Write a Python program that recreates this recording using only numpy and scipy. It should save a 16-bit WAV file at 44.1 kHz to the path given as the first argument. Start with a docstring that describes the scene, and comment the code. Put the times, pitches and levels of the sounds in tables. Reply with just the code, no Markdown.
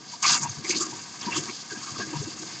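"""Light balls tumble in a small wire cage, cranked by hand on a desk, in a dense bright rattle that
surges with each fall. Each impact excites the damped modes of a body: balls crack together, the wires
ring as balls roll over them or land in heaps, and the stand rumbles and thuds on the desk. The low
sounds lie to the left, with a diffuse stereo spread, over a faint low room noise."""
import sys
import numpy as np
from scipy import signal
from scipy.fft import rfft, irfft
from scipy.io import wavfile

SR = 44100
rng = np.random.default_rng(int(sys.argv[2]) if len(sys.argv) > 2 else 0)


def store_wav(level_fs):
    """Save 16-bit WAV to argv[1]."""
    pcm = np.round(np.clip(np.atleast_2d(level_fs), -1, 1) * 32767)
    wavfile.write(sys.argv[1], SR, pcm.T.astype(np.int16))


N = 114660

# ball-on-ball rattle: t/s, level/dB, share of the lower treble/dB
RATTLE_LEVELS = [(0, -48.5, -1), (.105, -45, -0.5), (.125, -39, -3.5), (.17, -45.5, -0.5),
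                 (.221, -42, -2.5), (.228, -20.5, -8.5), (.246, -28, -4.5), (.27, -20.5, -0.5),
                 (.31, -19, -1.5), (.345, -21.5, -4), (.37, -27, -2.5), (.382, -30.5, -28),
                 (.41, -34.5, -4), (.435, -27, -16), (.46, -41.5, -4), (.476, -38, 0), (.5, -41, -1),
                 (.525, -39, -1.5), (.63, -45, -0.5), (.648, -37, -3), (.665, -39, -4.5), (.695, -31, -1),
                 (.708, -25.5, -4), (.73, -32.5, -2), (.742, -38, -1), (.766, -26.5, 0),
                 (.797, -34.5, -6.5), (.811, -27, -1), (.835, -29.5, -13), (.86, -36, -4), (.875, -39, -3),
                 (1.206, -42.5, -1.5), (1.213, -38.5, 1), (1.235, -40, -5.5), (1.265, -34.5, 2),
                 (1.3, -40.5, -2.5), (1.34, -35.5, -2), (1.378, -26, -5.5), (1.405, -36, -5),
                 (1.53, -38, -1), (1.69, -43.5, -2), (1.71, -38.5, -1.5), (1.8, -40, -2),
                 (1.88, -37.5, -1.5), (1.93, -38.5, -1.5), (2.01, -34.5, -0.5), (2.05, -40.5, -2),
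                 (2.19, -38, -2.5), (2.36, -42.5, -2), (2.4, -39.5, -2.5), (2.54, -39, -1)]
# balls rolling on the wires, stand rumbling on the desk: t/s, level/dB
ROLL_LEVELS = [(0, -53), (.1, -50), (.14, -50.5), (.22, -51.5), (.229, -28), (.3, -30), (.37, -32),
               (.392, -47.5), (.45, -39.5), (.52, -47.5), (.63, -47.5), (.71, -41), (.77, -44.5),
               (.84, -43), (.95, -45.5), (1.2, -48.5), (1.213, -42.5), (1.33, -39.5), (1.39, -36.5),
               (1.42, -44), (1.5, -45.5), (1.54, -49), (1.69, -46), (1.72, -45.5), (1.93, -45),
               (2.008, -42), (2.05, -46.5), (2.14, -41), (2.24, -47), (2.37, -47.5), (2.4, -45),
               (2.55, -45)]
RUMBLE_LEVELS = [(0.0, -52), (.21, -52), (.29, -41.5), (.4, -45.5), (.55, -51), (0.74, -42.5), (.93, -47.5),
                 (1.18, -53), (1.27, -40), (1.4, -44.5), (1.67, -51.5), (1.74, -51), (2.0, -45), (2.3, -47),
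                 (2.6, -47)]
# spectral envelopes of the three bodies and the room noise: f/Hz, spectral level/dB
BALL_SPECTRUM = [(1940, -28), (3300, -10.5), (3930, -9.5), (4770, -4), (5820, -4), (6300, -5.5), (6650, -4),
                 (7590, -9), (8750, -23.5), (9300, -73)]
WIRE_SPECTRUM = [(390, -23), (660, -5), (719, 1.5), (870, 0.5), (955, 2.5), (1140, 3.5), (1430, -2.5),
                 (1590, 2), (1960, 0.5), (3600, -15), (4680, -42)]
DESK_SPECTRUM = [(25, -34.5), (43, -25.5), (111, -4.5), (136, 0), (281, -0.5), (321, -7), (367, -9),
                 (620, -10.5), (810, -62.5)]
AIR_SPECTRUM = [(20, -22), (80, -17), (140, 2.5), (300, -2.5), (600, -13.5)]
# normal modes: f/Hz, gain/dB, bandwidth/Hz
BALL_MODES = [(4424, -0.5, 65), (4720, 5, 40), (4930, 1, 89), (6230, 1.5, 104), (6434, 2.5, 87),
              (6526, 10.5, 10), (6830, 4.5, 190), (7300, 2.5, 160)]
WIRE_MODES = [(714, 8.6, 71), (805, 0.59, 39), (953, 8.6, 38), (1095, 4.8, 17), (1194, 3, 113),
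              (1528, 5.6, 39), (1625, 6.4, 25), (2102, 3.7, 17), (2216, 6.5, 30), (2303, 1, 22),
              (2510, 2.5, 81), (2703, 15, 13), (3407, 6.1, 65)]
DESK_MODES = [(105, 10.2, 11), (143, 7, 19), (203.4, 3.5, 54), (238.2, 2.1, 28), (314.3, 9.3, 26),
              (324.8, 2.2, 19), (360, 6.3, 41), (411.7, 1.5, 160)]
# impacts: centre t/s, duration/s, favoured f/Hz, level/dB
HEAP_CLANGS = [(.142, 0.022, 897, -41), (.235, 0.0094, 1200, -25), (.253, 0.016, 1120, -21),
               (.254, 0.041, 2380, -28), (.32, 0.13, 1330, -33.5), (.345, 0.031, 1063, -36),
               (.43, 0.029, 990, -35.5), (.46, 0.029, 910, -31.5), (.659, 0.034, 2160, -37),
               (.71, 0.013, 2250, -28), (.65, 0.02, 980, -44), (.735, 0.057, 2410, -36.5),
               (.825, 0.037, 1227, -34), (.86, 0.026, 1200, -42), (.935, 0.024, 920, -40.5),
               (1.231, 0.024, 3280, -40), (1.329, 0.015, 2200, -34), (1.33, 0.0048, 697, -39),
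               (1.365, 0.016, 1095, -32), (1.365, 0.051, 3070, -34.5), (1.495, 0.032, 1230, -40.5),
               (1.499, 0.035, 2220, -40), (1.837, 0.024, 1240, -44.5), (1.885, 0.05, 1260, -41.5),
               (1.965, 0.019, 1240, -37.5), (2.007, 0.023, 657, -42.5), (2.009, 0.028, 1102, -36.5)]
STAND_THUDS = [(.436, 0.052, 161.4, -36), (.5, 0.058, 123.4, -39.5), (.587, 0.029, 146, -37),
               (.65, 0.024, 346, -38.5), (.701, 0.029, 303, -30), (.768, 0.052, 285, -34),
               (.81, .035, 348, -32.5), (.879, 0.065, 320, -41.5), (.94, 0.049, 332, -44),
               (1.274, 0.027, 218, -32), (1.29, 0.013, 325, -32.5), (1.387, 0.044, 148, -36),
               (1.382, 0.04, 328, -30.5), (1.441, 0.053, 344, -41.5), (1.497, 0.018, 275, -35),
               (1.735, 0.041, 374, -40), (1.78, 0.036, 233, -41), (1.938, 0.053, 133, -42.5),
               (2.0, 0.022, 433, -36), (1.996, 0.022, 117.4, -42.5), (2.011, 0.068, 241, -41.5),
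               (2.057, 0.18, 357, -44.5), (2.138, 0.022, 313, -30.5), (2.17, 0.04, 159.4, -32),
               (2.203, 0.046, 138.6, -32.5), (2.226, 0.028, 368, -37), (2.257, 0.039, 124, -41.5),
               (2.278, 0.021, 275, -33.5), (2.42, 0.06, 308, -44.5)]
BALL_CLACKS = [(.5, 0.014, 6400, -32), (.697, 0.0067, 5950, -23), (.712, 0.018, 6160, -26.5),
               (.768, 0.031, 4330, -32.5), (.812, .014, 7200, -27), (1.215, 0.01, 5560, -35)]
WIRE_NOTES = [(1.284, 0.027, 972, -30), (1.33, 0.038, 2760, -34), (1.722, 0.033, 1590, -39),
              (1.765, 0.033, 1620, -41), (2.024, 0.043, 1600, -34.5), (2.155, 0.039, 950, -36),
              (2.28, 0.12, 2700, -55.5)]
# stereo balance: f/Hz, left minus right level/dB
LEFT_BIAS = [(60, 2.5), (100, 7), (180, 8.5), (310, 0), (550, 4.5), (950, 2.5), (1650, 1.5), (2870, -1),
             (4980, 0), (8650, 1)]
# diffuse stereo spread: f/Hz, level relative to the direct sound/dB
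STEREO_WIDTH = [(60, 4), (150, -27), (500, -22.5), (1200, -36.5), (2200, -48), (2900, -10), (4200, -21),
                (5000, -31.5), (8500, -33)]

CONTACTS_PER_S, CONTACT_SPREAD_DB = 12000, 3.0
CLUMP_DB, CLUMP_HZ = 2, 46
MODE_SPREAD_DB, SWELL_EXPONENT = 3.5, 2.96   # an exponent above 2 flattens the top of the bell
TILT_DB_PER_DB, GENTLE_DB, THINNING = 0.3949, -55.5, 1.25
SPLIT_HZ, CUTOFF_HZ = 5350, 9170
AIR_DB, DIFFUSION_S = -59.5, 0.1


def from_db(db):
    """Amplitude ratio of a level."""
    return 10 ** (np.asarray(db) / 20)


def unit_rms(x):
    """Normalisation to rms 1."""
    return x / np.sqrt(np.mean(x ** 2) + 1e-20)


def in_time(rows):
    """Linear interpolation of each column at every sample."""
    times, *columns = np.transpose(rows)
    return [np.interp(np.arange(N) / SR, times, column) for column in columns]


def response(points):
    """Frequency response on the FFT grid, and steep skirts outside the table's range."""
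    hz, db = np.transpose(points)
    log_f = np.log(np.arange(1, N // 2 + 2) * SR / N)
    outside = np.maximum(np.log(hz[0]) - log_f, 0) + np.maximum(log_f - np.log(hz[-1]), 0)
    return from_db(np.interp(log_f, np.log(hz), db)), from_db(-120 * outside)


def contacts():
    """Shot noise: impulses of random size and sign, clumped by slow amplitude modulation."""
    sizes = from_db(CONTACT_SPREAD_DB * np.minimum(rng.exponential(1, N), 3.2)) * rng.choice([-1, 1], N)
    r = np.exp(-2 * np.pi * CLUMP_HZ / SR)
    clumps = unit_rms(signal.lfilter([1], [1, -2 * r, r * r], rng.standard_normal(N)))
    return unit_rms(sizes * from_db(CLUMP_DB * clumps) * (rng.random(N) < CONTACTS_PER_S / SR))


def body(force, modes, spectrum):
    """Superposition: the contact plus one damped resonator per mode, under a spectral envelope."""
    out = force.copy()
    for hz, db, width in modes:
        r = np.exp(-np.pi * width / SR)
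        feedback = [1, -2 * r * np.cos(2 * np.pi * hz / SR), r * r]
        out += from_db(db) * signal.lfilter([(1 - r * r) / 2, 0, (r * r - 1) / 2], feedback, force)
    gain, skirts = response(spectrum)
    return irfft(rfft(out) * gain * skirts, N)


def tumble(level_db, modes, spectrum):
    """Forced vibration of a body under random contacts."""
    hits = contacts()
    return body(hits * from_db(level_db), modes, spectrum) / np.std(body(hits, modes, spectrum))


def ball_rattle():
    """Collisions excite the balls' modes; lower and upper treble divide the power in a varying ratio."""
    level_db, low_db = in_time(RATTLE_LEVELS)
    low, high = (signal.sosfilt(signal.butter(4, SPLIT_HZ, kind, fs=SR, output="sos"),
                                tumble(0, BALL_MODES, BALL_SPECTRUM)) for kind in ("low", "high"))
    share = np.clip(from_db(low_db), .1, .97)
    return from_db(level_db) * (share * unit_rms(low) + np.sqrt(1 - share ** 2) * unit_rms(high))


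def rolling():
    """Rolling contact drives the wires; harder rolling tilts the spectrum from bass to treble."""
    level_db, = in_time(ROLL_LEVELS)
    roll = tumble(level_db, WIRE_MODES, WIRE_SPECTRUM)
    tilt = from_db(TILT_DB_PER_DB * (level_db - GENTLE_DB))
    low, high = (signal.sosfiltfilt(signal.butter(4, hz, kind, fs=SR, output="sos"), roll)
                 for hz, kind in ((880, "low"), (2600, "high")))
    return roll + low * (tilt ** -THINNING - 1) + high * (tilt - 1)


def stand_rumble():
    """Structure-borne sound: the stand drives the desk's low modes."""
    return tumble(in_time(RUMBLE_LEVELS)[0], DESK_MODES, DESK_SPECTRUM)


def room_noise():
    """Low ambient noise, uncorrelated between the sides."""
    gain, skirts = response(AIR_SPECTRUM)
    return from_db(AIR_DB) * unit_rms(irfft(rfft(rng.standard_normal((2, N))) * gain * skirts, N))


def knocks(events, modes, reach_octaves, chatter, chatter_rise=0):
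    """Band-limited bursts: modes near the favoured pitch rise and fall under a bell-shaped envelope amid
    contact noise."""
    out, hits = np.zeros(N), contacts()
    hz, db, _ = np.transpose(modes)
    shape = len(events), len(hz)
    phases, scatters = rng.random(shape), rng.standard_normal(shape)
    for (centre, length, pitch, level_db), phase, scatter in zip(events, phases, scatters):
        n = np.arange(N)[max(int((centre - 2 * length) * SR), 0):int((centre + 2 * length) * SR)]
        swell = np.exp(-np.abs(2 * (n / SR - centre) / length) ** SWELL_EXPONENT)
        nearness = np.exp(-.5 * (np.log2(hz / pitch) / reach_octaves) ** 2)
        gains = from_db(db + MODE_SPREAD_DB * scatter) * nearness
        partials = np.sin(2 * np.pi * (np.outer(hz, n) / SR + phase[:, None]))
        ring = (gains / np.sqrt(np.sum(gains ** 2) / 2)) @ partials
        edges_hz = pitch * 2 ** (1.13 * reach_octaves * np.array([-1, 1]))
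        noise = signal.sosfilt(signal.butter(2, edges_hz, "band", fs=SR, output="sos"), hits[n])
        noise /= np.sqrt(np.average(noise ** 2, weights=swell ** 2))
        noise_share = np.clip(chatter * (pitch / 1000) ** chatter_rise, 0, 1)
        blow = np.sqrt(1 - noise_share ** 2) * ring + noise_share * noise
        out[n] += from_db(level_db) * swell * blow / np.sqrt(np.average(blow ** 2, weights=swell ** 2))
    return out


def heap_clangs():
    """The impact of a heap of balls excites the wires' modes; higher clangs are noisier."""
    return knocks(HEAP_CLANGS, WIRE_MODES, reach_octaves=.14, chatter=.66, chatter_rise=.23)


def stand_thuds():
    """The stand's impacts excite the desk's modes."""
    return knocks(STAND_THUDS, DESK_MODES, reach_octaves=.23, chatter=.45)


def ball_clacks():
    """Single collisions briefly excite the balls' high modes."""
    return knocks(BALL_CLACKS, BALL_MODES, reach_octaves=.062, chatter=.76)


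def singing_wire():
    """Narrow-band resonance: one wire rings nearly alone."""
    return knocks(WIRE_NOTES, WIRE_MODES, reach_octaves=.05, chatter=.5)


def stereo(x):
    """A level difference sets the lows to the left; a decorrelated part in antiphase adds width."""
    n = np.arange(int(DIFFUSION_S * SR))
    diffuser = unit_rms(rng.standard_normal(len(n)) * from_db(-60 * n / len(n))) / np.sqrt(len(n))
    lean, direct = np.sqrt(response(LEFT_BIAS)[0]), rfft(x)
    side = direct * rfft(diffuser, N) * response(STEREO_WIDTH)[0]
    norm = 2 / (lean + 1 / lean)
    return irfft([direct * lean * norm + side, direct / lean * norm - side], N)


def scene():
    """Superposition of wires, balls, stand and room noise."""
    wires = rolling() + heap_clangs() + singing_wire()
    balls = ball_rattle() + ball_clacks()
    stand = stand_rumble() + stand_thuds()
    return stereo(balls + wires + stand) + room_noise()


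def record(dry):
    """A steep low-pass filter limits the bandwidth."""
    return signal.sosfilt(signal.ellip(14, .5, 75, CUTOFF_HZ, fs=SR, output="sos"), dry)


dry = scene()
out = record(dry)
store_wav(out)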